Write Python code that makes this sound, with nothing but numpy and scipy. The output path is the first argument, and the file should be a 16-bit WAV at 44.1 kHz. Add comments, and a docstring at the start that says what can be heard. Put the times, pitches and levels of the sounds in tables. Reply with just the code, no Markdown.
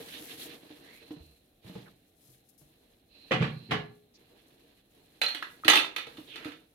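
"""A small bowl and a utensil clink and clatter in a small, hard-walled kitchen: noise contacts excite resonances.
Earlier a container is knocked on the counter: three main knocks and two lighter touches, each of cracks,
thuds and counter modes. Around it all, before and after, come rubbing (coloured noise under hand strokes),
soft bumps (low modes with puff and tick), short noise bands (gliding squeaks, broad scrapes, a brief tick)
and dry rustle bursts. A diffuse room tail and steady floor noise surround them, in stereo."""
import sys
import numpy as np
from scipy import signal
from scipy.fft import rfft, irfft
from scipy.io import wavfile

SR = 44100
rng = np.random.default_rng(int(sys.argv[2]) if len(sys.argv) > 2 else 0)


def put_to_file(sound):
    """Save the sound as 16-bit audio at rate SR, in the file named by the first command-line argument."""
    columns = np.atleast_2d(sound).T  # one column per channel
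    safe = np.clip(columns, -1, 1)
    whole_steps = np.round(safe * 32767)
    wavfile.write(sys.argv[1], SR, whole_steps.astype(np.int16))


N = 297407


def amp(db):
    """Convert dB to an amplitude factor."""
    return 10 ** (np.asarray(db) / 20)


def at_hz(points, hz):
    """Interpolate a table over log frequency."""
    f, value = np.transpose(points)
    return np.interp(np.log(hz), np.log(f), value)


def fade(t60_s, size=SR // 2):
    """Exponential decay from 1; t60 is at least 2 ms."""
    return 1e3 ** (-np.arange(size) / SR / max(t60_s, .002))


def add(track, start_s, sound):
    """Mix a sound in at a time."""
    at = max(round(start_s * SR), 0)
    track[..., at:at + sound.shape[-1]] += sound[..., :N - at]


def through(x, response):
    """Convolve each channel with a response."""
    return signal.fftconvolve(np.atleast_2d(x), np.atleast_2d(response), axes=-1)[:, :x.shape[-1]]


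def butter(x, kind, cutoff_hz):
    """Second-order Butterworth filter."""
    return signal.sosfilt(signal.butter(2, cutoff_hz, kind, fs=SR, output="sos"), x)


def causal(spectrum, size=4096):
    """Minimum-phase response of a dB spectrum, by folding its cepstrum."""
    hz = np.maximum(np.arange(size // 2 + 1) * SR / size, 1)
    cepstrum = irfft(np.log(amp(at_hz(spectrum, hz))))
    cepstrum[1:size // 2] *= 2
    cepstrum[size // 2 + 1:] = 0
    return irfft(np.exp(rfft(cepstrum)))


def colour(x, spectrum):
    """Give white sound a spectrum and keep its power."""
    response = causal(spectrum)
    return through(x, response / np.linalg.norm(response))


def noise(size, apart_hz=600):
    """Diffuse stereo noise: alike in the bass, unrelated in the treble."""
    mid, side = rng.standard_normal((2, size))
    side = butter(side, "high", apart_hz)
    return np.array([mid + side, mid - side])


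def flicker(per_s, depth_db):
    """Randomly wandering gain."""
    knots = rng.standard_normal(N // 10)
    position = np.arange(N) / SR * per_s
    return amp(depth_db * np.interp(position, np.arange(len(knots)), knots))


def ring(hz, t60_s, spread_hz=1500, build_cycles=0.53):
    """One struck mode: builds up within a cycle; phase differs more between channels at higher pitch."""
    cycles = hz * np.arange(SR) / SR
    phase = rng.uniform(-1, 1, (2, 1)) * min(hz / spread_hz, np.pi / 2)
    build = 1 - np.exp(-(cycles / build_cycles) ** 2)
    return fade(t60_s, size=SR) * build * np.sin(2 * np.pi * cycles + phase)


def contacts(times_s, levels_db, t60s_s, snap, rise_s=0.0024):
    """Each contact is a fast-dying crowd of vibrations, led by a click of strength snap."""
    out = np.zeros((2, N))
    rise = 1 - np.exp(-np.arange(SR // 2) / SR / rise_s)
    for start_s, db, t60_s in zip(times_s, levels_db, t60s_s):
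        burst = noise(SR // 2) * rise * fade(t60_s)
        burst[:, 0] += snap
        add(out, start_s, amp(db) * burst)
    return out


def struck(times_s, levels_db, modes, vary_db):
    """Every blow rings all modes of a body, each at a randomly varied strength."""
    out = np.zeros((2, N))
    for hz, mode_db, t60_s in modes:
        blows = np.zeros(N)
        varied_db = levels_db + mode_db + rng.normal(0, vary_db, len(times_s))
        blows[(times_s * SR).astype(int)] = amp(varied_db)
        out += through(blows, ring(hz, t60_s))
    return out


def resonate(x, peaks, boost_db):
    """A damped body lifts its narrow resonances (width clipped to 15-70 Hz); overall level is kept."""
    out = x.copy()
    for hz, width_hz, db in peaks:
        b, a = signal.iirpeak(hz, hz / np.clip(width_hz, 15, 70), fs=SR)
        out += amp(boost_db + db) * signal.lfilter(b, a, x + 1e-18)
    return out * x.std() / out.std()


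GRIP_S, LET_GO_T60_S = 0.069, 0.55


def stroke(start_s, end_s):
    """One hand movement takes hold, keeps its pressure and dies away."""
    t = np.arange(N) / SR
    grip = np.clip((t - start_s) / GRIP_S, 0, 1)
    return grip * np.exp(-np.log(1000) * np.maximum(t - end_s, 0) / LET_GO_T60_S)


def strokes(starts_s, ends_s, levels_db):
    """Gain of a series of strokes; overlapping powers add."""
    series = zip(starts_s, ends_s, levels_db)
    return np.sqrt(sum((amp(db) * stroke(start_s, end_s)) ** 2 for start_s, end_s, db in series))


# floor spectrum: (frequency [Hz], relative level [dB])
FLOOR_SPECTRUM = [(18, -34.5), (30, 5.5), (311, 2), (600, -5.5), (780, -7), (1010, -35.5), (1100, -21.5),
                  (2230, -19.5), (2900, -20.5), (3870, -15.5), (4190, -49.5), (6050, -52.5), (11100, -25),
                  (16000, -27.5)]
FLOOR_DB = -70


def floor():
    """Steady coloured noise: the quiet of the kitchen."""
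    return amp(FLOOR_DB) * colour(noise(N), FLOOR_SPECTRUM)


# rubbing strokes: (start [s], end [s], pressure [dB], dryness [dB])
RUB_STROKES = [(-.05, .44, 8.5, 8), (.42, .55, 5, -3), (.58, 1.08, 0, -1), (1.14, 1.32, -12, 2),
               (1.61, 1.82, 1.5, -3), (2.15, 2.33, -14, 9), (2.57, 2.92, -16, -2.5), (3.1, 3.65, -8, -4),
               (4.13, 4.74, -10.5, -5.5), (4.88, 5.2, -10.5, -0.5), (5.3, 5.6, -4, 2.5),
               (6.02, 6.3, -2, 1.5), (6.3, 6.48, 4.5, -4)]
# light slides: (start [s], end [s], level [dB])
LIGHT_SLIDES = [(.75, 1.279, -70), (3.081, 3.793, -63)]
# friction spectra: (frequency [Hz], relative level [dB])
RUMBLE_SPECTRUM = [(59, -33), (100, -12), (172, -9), (209, -10.5), (297, -1.5), (408, -10), (472, -2.5),
                   (517, -15.5), (579, -12), (1500, -27.5), (1950, -36.5), (3300, -120)]
SCRAPE_SPECTRUM = [(530, -18.5), (900, -17.5), (1220, -1), (1420, -4), (1670, 4), (2030, 2.5), (3580, 4.5),
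                   (4180, 2.5), (4760, -3.5), (7000, -16.5), (9100, -48), (15400, -120)]
RUSTLE_SPECTRUM = [(2940, -35), (5000, -5.5), (8380, -10), (9830, -5.5), (11400, -3), (14900, -9),
                   (16000, -16.5)]
SLIDE_SPECTRUM = [(1000, -58), (2400, -16.5), (2650, -5), (3000, -15.5), (3700, -14), (4150, 3),
                  (4450, -12.5), (5000, -21.5), (8000, -57)]
BASELINE_DB = -19.5   # faint steady friction noise throughout, under the strokes
RUMBLE_FOLLOWS, RUSTLE_FOLLOWS = 0.87, 0.6   # dB per dB of pressure
DRY_RUMBLE_LOSS = .2   # dB per dB of dryness


def rubbing(rumble_db=-60.5, scrape_db=-65, rustle_db=-71.5, sing_db=-75):
    """Friction slips clump under uneven grip; pressure lifts all, dryness the rustle; slides sing smoothly."""
    start, end, pressure, dryness = np.transpose(list(RUB_STROKES) + [(0, N / SR, BASELINE_DB, 0)])
    rumble = rumble_db + RUMBLE_FOLLOWS * pressure - DRY_RUMBLE_LOSS * dryness
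    scrape = scrape_db + pressure
    rustle = rustle_db + RUSTLE_FOLLOWS * pressure + dryness
    slide_gain = strokes(*np.transpose(LIGHT_SLIDES))
    rub_gain = strokes(start, end, sing_db + RUSTLE_FOLLOWS * pressure)
    out = colour(noise(N) * np.hypot(slide_gain, rub_gain), SLIDE_SPECTRUM)
    layers = [(rumble, RUMBLE_SPECTRUM), (scrape, SCRAPE_SPECTRUM), (rustle, RUSTLE_SPECTRUM)]
    for db, spectrum in layers:
        slips = flicker(per_s=35, depth_db=2.5) * flicker(per_s=1200, depth_db=2.5)
        out += colour(noise(N) * slips * strokes(start, end, db), spectrum)
    return out


# handling bumps: (time [s], relative level [dB], pitch [Hz])
SOFT_BUMPS = [(.002, -40.5, 458), (.138, -45.5, 253), (.208, -44, 302), (.458, -42, 296),
              (.704, -42.5, 301), (1.107, -35.5, 303), (1.164, -42, 163), (1.2, -42, 71.7),
              (1.645, -42.5, 110), (1.664, -41, 188), (1.694, -37.5, 178), (1.754, -32.5, 185.6),
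              (1.77, -40, 121), (2.284, -51.5, 126), (2.613, -51.5, 147), (5.654, -29.5, 318),
              (5.692, -29.5, 321), (6.071, -42.5, 476), (6.183, -37.5, 307), (6.456, -31, 299)]
BUMP_HZ, BUMP_T60_S = 300, .1   # reference bump


def bumps(tone_db=-.5, dull_db=-6, tick_db=-17, dull_t60_s=0.083, tick_t60_s=0.052):
    """Short low note, dull puff, faint tick; a lower bump is softer: longer ring, less puff and tick."""
    times, level, pitch = np.transpose(SOFT_BUMPS)
    softness = np.sqrt(BUMP_HZ / pitch)
    contact = level - 20 * np.log10(softness)
    puffs = contacts(times, contact + dull_db, np.full(len(times), dull_t60_s), snap=8.4)
    ticks = contacts(times, contact + tick_db, np.full(len(times), tick_t60_s), snap=3.5)
    out = colour(puffs, RUMBLE_SPECTRUM)
    for start_s, db, hz, t60_s in zip(times, level, pitch, BUMP_T60_S * softness):
        add(out, start_s, amp(db + tone_db) * ring(hz, t60_s))
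    return out + colour(ticks, SCRAPE_SPECTRUM)


# short noise bands, being gliding squeaks, broad scrapes and one brief tick:
# (start [s], end [s], first frequency [Hz], last frequency [Hz], half-width [Hz], level [dB])
SHORT_BANDS = [(0.102, 0.211, 3116, 3634, 547, -48), (.28, 0.352, 2300, 3650, 450, -52.5),
               (0.364, 0.465, 3940, 3514, 600, -50), (0.797, 1.057, 1634, 2594, 200, -59.5),
               (1.851, 1.901, 2000, 1000, 400, -58.5), (4.136, 4.179, 5100, 5200, 900, -62.5),
               (6.262, 6.419, 3630, 2273, 560, -48.5), (6.36, 6.558, 2200, 1695, 800, -50.5)]


def short_bands():
    """Low-passed complex noise on a moving carrier makes a noise band whose centre moves."""
    out = np.zeros((2, N))
    for start_s, end_s, first_hz, last_hz, half_width_hz, db in SHORT_BANDS:
        size = max(int((end_s - start_s) * SR), 256)
        white = rng.standard_normal((2, size)) + 1j * rng.standard_normal((2, size))
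        narrow = butter(white, "low", half_width_hz)
        carrier = np.exp(2j * np.pi * np.cumsum(np.geomspace(first_hz, last_hz, size)) / SR)
        band = (narrow * carrier).real / narrow.real.std()
        add(out, start_s, amp(db) * np.hanning(size) ** .5 * band)
    return out


# dry rustle bursts, being longer swishes and one short bright tick: (time [s], level [dB], t60 [s])
RUSTLE_BURSTS = [(1.117, -63.5, 0.11), (2.487, -61, 0.11), (2.577, -65, 0.42), (5.313, -57, 0.047)]


def rustle_bursts():
    """Decaying bursts of noise with the rustle spectrum."""
    times, level, t60 = np.transpose(RUSTLE_BURSTS)
    return colour(contacts(times, level, t60, snap=0), RUSTLE_SPECTRUM)


# single-mode touches: (time [s], level [dB], frequency [Hz], t60 [s])
MODE_TOUCHES = [(3.310, -18.5, 522, 0.073), (3.403, -15.5, 139, .14), (3.421, -11.5, 145, 0.08),
                (3.736, -35.5, 417.8, 0.56), (3.74, -40, 1707, 0.27), (5.222, -20, 4056, .07),
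                (5.264, -21, 4143, 0.056), (5.266, -30.5, 4266, 0.16), (5.425, -22, 1320, 0.018),
                (5.428, -31, 1660, .047), (5.636, -31.5, 1260, 0.047), (5.699, -18, 6290, 0.033),
                (5.774, -11.5, 2630, .021), (5.844, -29, 946, 0.026)]


def clinks(lowest_hz=85):
    """Some touches wake one mode above the rest; small bodies radiate no deep bass."""
    out = np.zeros((2, N))
    for start_s, db, hz, t60_s in MODE_TOUCHES:
        add(out, start_s, amp(db) * ring(hz, t60_s))
    return butter(out + 1e-18, "high", lowest_hz)


# three main knocks and two lighter touches of a container on the counter:
# (time [s], relative crack level [dB], relative thud level [dB])
COUNTER_KNOCKS = [(3.317, -18, -23.5), (3.410, -32, -28.5), (3.424, -25, -26.5), (3.697, -49, -34.5),
                  (3.716, -20.5, -24.5)]
# edge-to-base rocking of each one:
# (lag after base lands [s], relative crack level [dB], relative thud level [dB], contact t60 [s])
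ROCKING_CONTACTS = [(-.008, -10, -4, 0.094), (0, 0, 0, 0.057), (.017, -8, 0, 0.054)]
# contact spectra: (frequency [Hz], relative level [dB])
CRACK_SPECTRUM = [(60, -58.5), (300, -6.5), (490, 1.5), (637, -8), (750, -4), (990, -11.5), (1150, -7.5),
                  (2040, -4), (2700, -10), (3200, -10), (4200, -18), (5100, -25), (8000, -42), (12000, -47),
                  (16000, -67.5)]
THUD_SPECTRUM = [(25, -63), (60, -13.5), (90, -14), (120, 7.5), (175, -3.5), (220, 4), (270, -3), (360, -7),
                 (700, -42), (3000, -89)]
# container resonances: (frequency [Hz], width before clipping [Hz], relative level [dB])
CONTAINER_PEAKS = [(776, 130, -4), (1125, 58, -1), (1720, 140, -8.5), (1950, 180, -9), (2380, 35, -10),
                   (2440, 29, -14), (2850, 41, 1), (3155, 82, -8), (3634, 57, -5)]
# counter-top modes: (frequency [Hz], relative level [dB], t60 [s])
COUNTER_MODES = [(125, -15.5, 0.1), (174.4, -14, 0.27), (245.7, -21, 0.47)]


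def knocks(crack_db=-3, thud_db=-3):
    """The container rocks from edge to base and settles, cracking on the counter, which booms under it."""
    touches = []
    for at_s, crack, thud in COUNTER_KNOCKS:
        for lag_s, more_crack, more_thud, t60_s in ROCKING_CONTACTS:
            touches.append((at_s + lag_s, crack + more_crack, thud + more_thud, t60_s))
    times, crack, thud, t60 = np.transpose(touches)
    cracks = colour(contacts(times, crack + crack_db, t60, snap=1.4, rise_s=0.00064), CRACK_SPECTRUM)
    thuds = colour(contacts(times, thud + thud_db, t60, snap=9.4), THUD_SPECTRUM)
    boom = struck(times, thud, COUNTER_MODES, vary_db=1.5)
    return resonate(cracks, CONTAINER_PEAKS, boost_db=2.5) + thuds + boom


# hard strikes, one bright container edge, then bowl and utensil: (time [s], relative level [dB])
HARD_STRIKES = [(3.711, -34), (5.215, -17.5), (5.283, -28.5), (5.347, -28.5), (5.425, -34), (5.647, -28),
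                (5.680, -4), (5.687, -11.5), (5.734, -12.5), (5.755, -11.5), (5.765, -19.5), (5.844, -34),
                (5.962, -24), (6.068, -42.5), (6.17, -44), (6.357, -34.5), (6.446, -37), (6.519, -44.5)]
# strike spectra: (frequency [Hz], relative level [dB])
CLACK_SPECTRUM = [(80, -45), (170, -14.5), (318, 0), (420, -2.5), (820, -5), (1050, -8), (1240, 2),
                  (1480, -2), (1600, -1), (2550, 1), (3250, -1), (4230, -1), (5060, -13.5), (6470, -21.5),
                  (7500, -39), (12000, -65)]
EDGE_SPECTRUM = [(2000, -54.5), (4500, -7), (6500, 5.5), (8000, 1.5), (11000, 6.5), (13500, 2), (16000, -8)]
# bowl resonances: (frequency [Hz], width before clipping [Hz], relative level [dB])
BOWL_PEAKS = [(880, 100, -4.5), (1336, 120, -4), (1604, 12, -2.5), (1704, 14, -7), (1963, 35, 4.5),
              (2470, 300, -4), (3144, 31, -18.5), (3574, 150, 4), (4206, 25, -6)]
REBOUND_ABOVE_DB, REBOUND_S, REBOUND_LOSS_DB = -26.5, .02, 7.5   # a firm strike bounces once
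STRIKE_T60_S, GRAZE_S_PER_DB = .023, .0004   # t60 at 0 dB; a lighter strike grazes longer


def clatter(clack_db=-2, edge_db=-21):
    """Hard strikes, firm ones bouncing; each is a resonant clack with a faint bright edge."""
    firm = [(at_s, db) for at_s, db in HARD_STRIKES if db > REBOUND_ABOVE_DB]
    rebounds = [(at_s + REBOUND_S, db - REBOUND_LOSS_DB) for at_s, db in firm]
    times, level = np.transpose(list(HARD_STRIKES) + rebounds)
    t60 = STRIKE_T60_S - GRAZE_S_PER_DB * level
    clacks = colour(contacts(times, level + clack_db, t60, snap=1.4, rise_s=0.0008), CLACK_SPECTRUM)
    edges = colour(contacts(times, level + edge_db, t60, snap=2.9, rise_s=0.0007), EDGE_SPECTRUM)
    return resonate(clacks, BOWL_PEAKS, boost_db=-2.5) + edges


# kitchen decay: (frequency [Hz], t60 [s])
KITCHEN_DECAY = [(100, 0.51), (400, 0.41), (1000, 0.32), (3000, 0.28), (6000, 0.28), (14000, 0.18)]


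def kitchen(x, wet_db=-4, first_wall_s=0.0028):
    """Close walls give a dense tail that dies sooner in the treble."""
    tail = 0
    edges_hz = np.geomspace(60, 16000, 9)
    for low_hz, high_hz in zip(edges_hz, edges_hz[1:]):
        band = butter(noise(SR), "band", [low_hz, high_hz])
        tail = tail + band * fade(at_hz(KITCHEN_DECAY, np.sqrt(low_hz * high_hz)), size=SR)
    tail *= 1 - np.exp(-(np.arange(SR) / SR / first_wall_s) ** 2)
    return amp(wet_db) * through(x, tail / np.linalg.norm(tail.mean(0)))


def scene(soft_room_db=-5):
    """Blows and their room, over friction and the quiet of the kitchen."""
    hard = knocks() + clatter()
    soft = clinks() + bumps()
    friction = rubbing() + short_bands() + rustle_bursts()
    room = kitchen(hard + amp(soft_room_db) * soft)
    return hard + soft + friction + room + floor()


# microphone port colour: (frequency [Hz], left minus right level [dB])
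PORT_DIFFERENCE = [(250, -2.5), (500, -.5), (770, 5), (1200, 1), (1800, -6.5), (2800, -8), (4300, -8),
                   (6400, 9), (9000, 14), (15000, 9.5)]
CUTOFF_HZ = 15800


def record(dry):
    """Each microphone port has its own colour; peaks are rounded and the top is cut."""
    ports = [causal([(hz, side * db / 2) for hz, db in PORT_DIFFERENCE]) for side in (1, -1)]
    heard = np.tanh(through(dry, np.array(ports)))
    low_pass = signal.ellip(10, .2, 80, CUTOFF_HZ, fs=SR, output="sos")
    return signal.sosfilt(low_pass, heard)


dry = scene()
out = record(dry)
put_to_file(out)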